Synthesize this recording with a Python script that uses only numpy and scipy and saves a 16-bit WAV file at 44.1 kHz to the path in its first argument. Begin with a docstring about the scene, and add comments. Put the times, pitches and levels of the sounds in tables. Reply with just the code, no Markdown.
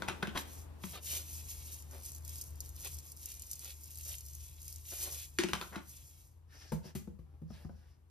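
"""Seasoning shaken over a pot

In a kitchen a plastic lid is unscrewed, powder is shaken over meat in a pot and the lid goes back on.
The bottle is set on a cloth-covered counter and a small jar is picked up; an appliance drones far off.
Powder is showers of random grains; lid, bottle and counter are decaying modes; cloth is resonant rubbing.
The background is a wavering sine with shaped noise, and two microphone ports pick it all up."""
import sys
import numpy as np
from scipy import signal
from scipy.fft import rfft, irfft, next_fast_len
from scipy.io import wavfile
from scipy.ndimage import uniform_filter1d

SR = 44100
rng = np.random.default_rng(int(sys.argv[2]) if len(sys.argv) > 2 else 0)


def persist_wave(psi):
    """Save psi, clipped to +-1, as 16-bit WAV."""
    counts = np.round(np.clip(psi, -1, 1) * 32767).astype(np.int16)
    wavfile.write(sys.argv[1], SR, np.atleast_2d(counts).T)


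N = 357208
T = np.arange(N) / SR  # time axis, s

# random spread between blows on a mode and of the trickle; unevenness of running and rubbing grains
BLOW_SCATTER_DB, FLICKER_DB = 3, 1.8
GRIP_DETUNE = 0.04  # place and grip shift the modes from knock to knock, as a share of pitch
THUD_SPREAD_DB = 1.5  # size spread of the grains in the dull layers

# spectrum of fine powder: (f/Hz, relative level/dB)
FINE_SPECTRUM = [(3000, -35), (4500, -9), (6000, -0.5), (7400, 0), (10000, -3.5), (12500, 0), (14200, -3)]
# spectrum of powder sliding in the bottle: (f/Hz, relative level/dB)
SLIDE_SPECTRUM = [(1200, -23), (2500, -2.5), (4000, -1), (9000, -24.5)]
# spectrum of the heap's dull thud: (f/Hz, relative level/dB)
THUD_SPECTRUM = [(150, -7), (520, 6.5), (1000, -3.5), (1800, -4.5), (3000, -11.5)]
# clumps that strike the shaker holes: (t/s, peak level/dB)
CLUMPS = [(1.8236, -33.5), (2.149, -31.5), (2.249, -34), (2.2786, -30), (2.413, -23.5), (2.506, -41),
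          (2.605, -25.5), (2.692, -31.5), (2.987, -31), (3.1, -39), (3.1188, -31.5), (3.258, -25),
          (3.3178, -30), (3.3963, -27), (3.421, -28), (3.4695, -37), (3.5155, -27.5), (3.532, -24.5),
          (3.5555, -33), (3.593, -32), (3.907, -33.5), (3.957, -41), (3.9737, -32), (4.1836, -30.5),
          (4.208, -31.5), (4.334, -36), (4.351, -32), (4.6805, -28.5), (4.7265, -30.5), (4.76, -32.5)]
# shakes and tilts that send the powder running: (middle t/s, half length t/s, flow level/dB)
SHAKES = [(.392, 0.034, -44.5), (.544, 0.084, -50), (.895, 0.07, -45.5), (1.129, 0.078, -34),
          (1.357, 0.13, -46), (1.51, 0.033, -42.5), (1.591, 0.053, -46.5), (1.708, 0.067, -46.5),
          (2.069, 0.042, -46), (2.152, 0.038, -53), (2.36, 0.1, -46.5), (2.66, 0.067, -57.5),
          (2.87, 0.1, -46), (3.073, 0.047, -53.5), (3.306, 0.12, -51), (3.544, 0.26, -55),
          (3.683, 0.059, -50.5), (4.005, 0.018, -46.5), (4.1, 0.079, -45.5), (4.38, 0.22, -54.5),
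          (4.667, 0.1, -54.5), (4.935, 0.073, -41.5), (5.046, 0.059, -37.5), (5.164, 0.091, -41.5),
          (5.96, 0.093, -53), (6.14, 0.15, -59.5)]
# the heap thrown along the bottle: (middle t/s, slide level/dB, half length t/s, thud relative level/dB)
SURGES = [(0.963, -58.5, 0.031, 7.5), (1.163, -63, 0.062, 7.5), (1.951, -83, 0.044, 25),
          (2.862, -53, 0.019, -2.5), (3.664, -64, 0.05, -2), (4.105, -64, 0.04, -0.5),
          (4.928, -74, 0.012, 22), (5.065, -68, 0.13, 7.5), (5.066, -73, 0.03, 18.5), (5.13, -79, 0.02, 15)]
TRICKLE_S, TRICKLE_DB = (0.84, 6.41), -58.5  # grains creep while the bottle is tilted
REST_DB = -90  # flow at rest
PATTER_S, PATTER_SPREAD_DB = (1.9, 4.8), 2.5  # powder falls through the holes; size spread of its grains
CLUMP_S = 0.0018  # decay as a clump breaks up
START_STEEP, END_STEEP = 2.74, 2  # a shake sets in more abruptly than it dies away
SURGE_STEEP = 3  # both edges of a surge


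def powder():
    """Dense grains hiss, small clumps patter, large ones tick; at each turn the heap surges along the wall."""
    shaken = swells(SHAKES, START_STEEP, END_STEEP)
    trickle = undb(TRICKLE_DB + BLOW_SCATTER_DB * walk(12)) * gate(TRICKLE_S, 0.58)
    flow = np.sqrt(shaken ** 2 + trickle ** 2 + undb(REST_DB) ** 2)

    hiss = level(colour(grains(7800, 0.78), FINE_SPECTRUM), -2.87) * undb(FLICKER_DB * walk(45))
    patter = level(colour(burst(grains(180, PATTER_SPREAD_DB), 0.001), FINE_SPECTRUM), -4.5)
    slide = level(colour(grains(6000, 2.1), SLIDE_SPECTRUM), 0) * undb(FLICKER_DB * walk(30))
    thud = level(colour(grains(2500, THUD_SPREAD_DB), THUD_SPECTRUM), 0) * undb(FLICKER_DB * walk(30))

    clumps = np.zeros(N)
    lead = SR // 200  # samples of room before the strike, since colouring also spreads it backwards
    for s, peak_db in CLUMPS:
        strike = 1.0 * (np.arange(2048) == lead)
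        add(clumps, s - lead / SR, colour(burst(strike, CLUMP_S), FINE_SPECTRUM), peak_db)

    slide_rows = [(s, half_s, db) for s, db, half_s, _ in SURGES]
    thud_rows = [(s, half_s, db + thud_db) for s, db, half_s, thud_db in SURGES]
    surges = slide * swells(slide_rows, SURGE_STEEP, SURGE_STEEP)
    surges += thud * swells(thud_rows, SURGE_STEEP, SURGE_STEEP)
    running = hiss + gate(PATTER_S, 0.012) * patter + undb(-17.5) * slide
    return flow * running + clumps + surges


# lid and fingers on the bottle: (t/s, peak level/dB, wall relative level/dB, air relative level/dB,
# scrape length t/s, brightness/dB per octave, which also lifts or lowers the crack by as many dB)
LID_MOVES = [(0.0209, -21.5, -23.5, -35, 0.0011, -5.5), (0.078, -20.5, -28, -23.5, 0.0063, -3),
             (0.096, -27, -19, -14, 0.002, -6), (0.224, -19.5, -13.5, -23, 0.0037, -7.5),
             (0.2712, -28.5, -5.5, -13.5, 0.0011, -1.5), (0.345, -26, -20, -15, 0.015, -10.5),
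             (0.371, -25.5, -22.5, -21, 0.0037, 6), (0.834, -30, -6.5, -18.5, 0.0041, -1.5),
             (5.3857, -17.5, -24, -7.5, 0.002, 8), (5.435, -21.5, -11.5, -8, 0.0016, 4.5),
             (5.485, -29, -13, -10, 0.0022, 1), (5.5328, -14, -23.5, -43, 0.0011, 1.5),
             (5.56, -34.5, -11, -20, 0.00045, -16), (5.61, -26.5, -30, -24, 0.0028, -6.5),
             (5.71, -32, -20, -26.5, 0.036, -9), (5.757, -36.5, -2.5, -3, 0.0029, 2)]
# plastic lid modes before the brightness tilt: (f/Hz, relative level/dB)
LID_MODES = [(1135, -0.5), (1490, 7.5), (1720, -2.5), (2050, 4.5), (2540, 10), (3200, 12), (3800, 6)]
# bottle wall mode: (f/Hz, relative level/dB, t60 t/s)
WALL_MODES = [(189.4, 0, 0.12)]
# mode of the air in the bottle: (f/Hz, relative level/dB, t60 t/s)
AIR_MODES = [(349, 0, 0.065)]
LID_CYCLES = 14  # periods until a lid mode has lost 60 dB
RATTLE_DB, RATTLE_S = -14.5, 0.023  # the loose lid chatters on after a slip
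CRACK_DB = -3  # bright crack relative to the lid's ring
BODY_LAG_S, BODY_RISE_S = 0.00326, 0.0035  # wall and air answer late and take a moment to swing up


def lid():
    """The thread slips in a quick run of clicks that ring the lid; bottle wall and inner air answer lower."""
    track = np.zeros(N)
    t = T[:SR // 8]
    rise = 1 - np.exp(-(T[:SR // 3] / BODY_RISE_S) ** 2)
    for s, peak_db, wall_db, air_db, scrape_s, bright_db in LID_MOVES:
        # the brightness tilt pivots at 2 kHz
        modes = [(hz, db + bright_db * np.log2(hz / 2000), LID_CYCLES / hz) for hz, db in LID_MODES]
        x = t / max(scrape_s, 0.001)
        scrape = 2 * x ** 2 * np.exp(-2 * x)
        rattle = undb(RATTLE_DB) * (x > 1) * np.exp(-t / RATTLE_S)
        clicks = (rng.random(len(t)) < 4500 / SR) * rng.standard_normal(len(t))
        slips = clicks * (scrape + rattle)
        # short scrapes peak in a sharp snap, long ones creep in
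        slips[int(scrape_s * SR)] = 2 * np.exp(-scrape_s / 0.0027)
        crack = signal.lfilter(*signal.butter(2, [1000, 7000], "band", fs=SR), slips)
        add(track, s, signal.fftconvolve(slips, ring(modes, detune=GRIP_DETUNE)), peak_db)
        add(track, s, crack, peak_db + CRACK_DB + bright_db)
        add(track, s + BODY_LAG_S, rise * ring(WALL_MODES), peak_db + wall_db)
        add(track, s + BODY_LAG_S, rise * ring(AIR_MODES, detune=GRIP_DETUNE), peak_db + air_db)
    return track


# bottle and jar on the counter: (t/s, peak level/dB, plastic base relative level/dB,
# jumping powder relative level/dB, ring length as a share: a hand on it shortens it)
KNOCKS = [(6.719, -28.5, -2, -17, 1), (6.851, -42.5, -11.5, -14.5, .6), (6.951, -32, -13, -11, 0.59),
          (7.073, -37, -11, -29, 1), (7.189, -47.5, -8.5, -25, .6), (7.417, -40.5, -13, -35, 0.73),
          (7.503, -41, -6.5, -29.5, 0.74), (7.648, -37, -14, -40, 0.38), (7.692, -46.5, 0, -40, 1)]
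# counter modes: (f/Hz, relative level/dB, full-length t60 t/s)
COUNTER_MODES = [(64, -14, 0.3), (164.7, 3.5, 0.081), (198.8, 9.5, 0.054), (361, -1.5, 0.05)]
# plastic base modes: (f/Hz, relative level/dB, full-length t60 t/s)
BASE_MODES = [(546, 16, 0.058), (705, 8.5, 0.037), (830, 11, 0.02), (1236, -3.5, 0.034),
              (1666, -11.5, 0.084)]
SETTLE_DB, SETTLE_S = 4.5, 0.03  # fine grains falling back, relative to the jump


def knocks():
    """A soft push through cloth rings the counter; the plastic base rattles and the powder inside jumps."""
    track = np.zeros(N)
    t = T[:SR // 8]
    for s, peak_db, base_db, jump_db, length in KNOCKS:
        # the heavy counter takes a few cycles to build up
        build = (1 - np.exp(-t / 0.01)) ** 2
        add(track, s, ring(COUNTER_MODES, length, GRIP_DETUNE)[:len(t)] * build, peak_db)

        bounces = burst(1.0 * (t == 0), 0.0054) * (1 - np.exp(-t / 0.0016))
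        base = signal.fftconvolve(ring(BASE_MODES, length, 2 * GRIP_DETUNE), bounces)
        add(track, s, base, peak_db + base_db)

        band = signal.butter(1, [900, 4500], "band", fs=SR)
        spray = signal.lfilter(*band, rng.standard_normal(len(t)))
        spray *= np.exp(-t / 0.019) * (1 - np.exp(-t / 0.0011))
        add(track, s, spray, peak_db + jump_db)

        settling = colour(rng.standard_normal(len(t)), FINE_SPECTRUM) * np.exp(-t / SETTLE_S)
        add(track, s, settling, peak_db + jump_db + SETTLE_DB)
    return track


# a hand or a base brushing over cloth: (middle t/s, half length t/s, hiss level/dB, low drag level/dB)
BRUSHES = [(6.616, 0.1, -61, -73), (6.876, 0.043, -65.5, -65.5), (7.316, 0.065, -99.5, -74.5),
           (7.58, 0.083, -68, -69.5), (7.797, 0.15, -77.5, -81)]
# resonances of the rubbing: (f/Hz, width f/Hz, relative level/dB)
BRUSH_PEAKS = [(1700, 230, -9.5), (2840, 3000, -4), (5400, 870, -2.5), (12100, 7300, -9)]
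DRAG_HZ = (166.3, 830)  # band of the low dragging
BRUSH_STEEP = 4, 3  # a brush starts and stops firmly


def brush():
    """Rubbing grains pass through a few resonances that each flicker; the base drags below them."""
    hiss = np.zeros(N)
    for hz, width_hz, db in BRUSH_PEAKS:
        peak = signal.lfilter(*signal.iirpeak(hz, hz / width_hz, SR), grains(4000, 0.83))
        hiss += undb(db + 2 * FLICKER_DB * walk(25)) * level(peak, 0)
    low_band = signal.butter(2, DRAG_HZ, "band", fs=SR)
    drag = level(signal.lfilter(*low_band, grains(600, THUD_SPREAD_DB)), 0)
    hiss *= swells([row[:3] for row in BRUSHES], *BRUSH_STEEP)
    drag *= swells([(s, half_s, db) for s, half_s, _, db in BRUSHES], *BRUSH_STEEP)
    return hiss + drag


# background fader moves: (t/s, drone level/dB, room murmur level/dB)
KITCHEN_LEVELS = [(0, -54, -51), (1.0, -52, -64), (2.9, -50, -65), (3.2, -58, -68), (4.3, -51.5, -71.5),
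                  (5.8, -58, -71), (6.4, -60.5, -75), (7.7, -55, -75.5), (7.95, -64, -76)]
# rumble spectrum: (f/Hz, relative level/dB)
RUMBLE_SPECTRUM = [(25, -39), (55, 19.5), (80, 7), (142, 10), (200, -37.5)]
# room murmur spectrum: (f/Hz, relative level/dB)
MURMUR_SPECTRUM = [(150, -5), (330, -6.5), (620, -14.5), (1000, -13), (1400, -20.5), (6000, -33)]
DRONE_HZ, DRONE_WIDTH_HZ = 77.94, 2.02  # centre pitch and typical wander


def kitchen():
    """A drone wavers near one pitch over low rumble noise and a dull, wide murmur of the room."""
    drone_gain, murmur_gain = curves(KITCHEN_LEVELS)
    cycles = np.cumsum(DRONE_HZ + DRONE_WIDTH_HZ * walk(4.4)) / SR
    drone = np.sqrt(2) * np.sin(2 * np.pi * cycles) * undb(2.3 * walk(16)) * drone_gain
    # the rumble follows the drone only in part
    rumble = level(colour(rng.standard_normal(N), RUMBLE_SPECTRUM), -33.0) * drone_gain ** 0.49
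    common, left, right = rng.standard_normal((3, N))
    wide = common + 3.05 * np.array([left, right])
    murmur = level(colour(wide, MURMUR_SPECTRUM), 0.24) * murmur_gain
    return (drone + rumble) * undb([[1.6], [-1.6]]) + murmur * undb([[1.1], [-1.1]])


def undb(db):
    """Decibels to gain."""
    return 10 ** (np.asarray(db) / 20)


def level(x, db):
    """Scale to an rms level in dB."""
    return x * undb(db) / np.sqrt(np.mean(x ** 2))


def colour(x, points):
    """Shape a spectrum by (Hz, dB) points on a log pitch axis, with -80 dB below the first."""
    hz, db = np.transpose(points)
    size = next_fast_len(x.shape[-1])
    log_f = np.log(np.maximum(np.fft.rfftfreq(size, 1 / SR), 1))
    gain = undb(np.interp(log_f, np.log(hz), db, left=-80))
    return irfft(rfft(x, size) * gain, size)[..., :x.shape[-1]]


def walk(rate):
    """Random levels, a new one each 1 / rate s, slewed from one to the next; spread near 1."""
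    k = int(SR / rate)
    steps = np.repeat(rng.standard_normal(N // k + 1), k)
    return np.sqrt(3 / 2) * uniform_filter1d(steps, k)[:N]


def curves(table):
    """Table columns after the first as gains over time."""
    s, *columns = np.transpose(table)
    return [undb(np.interp(T, s, c)) for c in columns]


def swells(rows, start_steep, end_steep):
    """Gain of movements that rise to a middle and die away, 1/e at the half length; their powers add."""
    t = T[::32]  # a coarse time grid is enough
    s, half_s, db = np.transpose(rows)[:, :, None]
    steep = np.where(t < s, start_steep, end_steep)
    power = undb(2 * db) * np.exp(-2 * np.abs((t - s) / half_s) ** steep)
    return np.interp(T, t, np.sqrt(power.sum(0)))


def gate(span, edge_s):
    """1 inside a time span, with soft edges."""
    return np.clip(np.minimum(T - span[0], span[1] - T) / edge_s, 0, 1)


def grains(per_s, spread_db):
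    """Single particles at random moments with a long tail of sizes."""
    hit = rng.random(N) < per_s / SR
    return hit * rng.standard_normal(N) * undb(spread_db * rng.exponential(size=N))


def burst(x, decay_s):
    """Each impulse becomes a click with a short decaying spray of noise."""
    envelope = signal.lfilter([1], [1, -np.exp(-1 / (decay_s * SR))], np.abs(x))
    return envelope * rng.standard_normal(len(x)) + 1.2 * x


def ring(modes, length=1, detune=0.0077):
    """One blow's response: decaying modes, each excited and tuned a little differently."""
    t = T[:SR // 3]
    hz, db, t60 = np.transpose(modes)[:, :, None]
    louder, sharper = rng.standard_normal((2, len(modes), 1))
    decay = undb(db + BLOW_SCATTER_DB * louder - 60 * t / (length * t60))
    return np.sum(decay * np.sin(2 * np.pi * hz * (1 + detune * sharper) * t), 0)


def add(track, s, sound, peak_db):
    """Place a sound at a time with a given peak."""
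    i = int(s * SR)
    sound = sound[:N - i]
    track[i:i + len(sound)] += sound * undb(peak_db) / np.max(np.abs(sound))


def room(x, wet_db, t60_s):
    """Two unrelated noise tails, duller in the treble."""
    t = T[:SR // 2]
    noise = rng.standard_normal((2, len(t)))
    tail = colour(noise, [(60, -4.5), (3000, -7.0), (15000, -12.0)]) * undb(-60 * t / t60_s)
    tail *= np.minimum(t / 0.0019, 1)
    tail /= np.sqrt(np.sum(tail ** 2, 1, keepdims=True))
    return undb(wet_db) * signal.fftconvolve(x[None], tail, axes=1)[:, :N]


SWAY_HZ = 1.3  # the hands never keep still, so the room's answer keeps changing


def place(x, pan_db, wet_db, t60_s):
    """Direct sound panned between the channels, plus two room answers that trade places."""
    sway = 2 * np.pi * SWAY_HZ * T
    direct = x * undb([[pan_db / 2], [-pan_db / 2]])
    return direct + room(x * np.cos(sway), wet_db, t60_s) + room(x * np.sin(sway), wet_db, t60_s)


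def scene():
    """Hand sounds, each with its own pan and room, over the kitchen background."""
    hands = place(powder(), pan_db=1.0, wet_db=-5.0, t60_s=0.055)
    hands += place(lid(), pan_db=3, wet_db=-9, t60_s=0.33)
    hands += place(knocks(), pan_db=5, wet_db=-6.0, t60_s=0.34)
    hands += place(brush(), pan_db=2.5, wet_db=-3, t60_s=0.11)
    return hands + kitchen()


# phase between the two microphone ports: (f/Hz, left port's lead/radians)
PORT_PHASE = [(100, 0.44), (3700, 1), (5000, -0.36), (7150, -2.5), (10400, -5.5), (14600, -8.5)]
TOP_HZ = 14600  # upper edge of the pickup


def record(dry):
    """Two ports hear each band with a phase lag between them; the top is cut steeply."""
    hz, lead = np.transpose(PORT_PHASE)
    log_f = np.log(np.fft.rfftfreq(N, 1 / SR) + 1)
    turn = np.interp(log_f, np.log(hz), lead) / 2  # each port takes half the lead
    ports = irfft(rfft(dry) * np.exp(1j * np.array([turn, -turn])), N)
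    return signal.sosfilt(signal.ellip(8, 0.2, 60, TOP_HZ, fs=SR, output="sos"), ports)


dry = scene()
out = record(dry)
persist_wave(out)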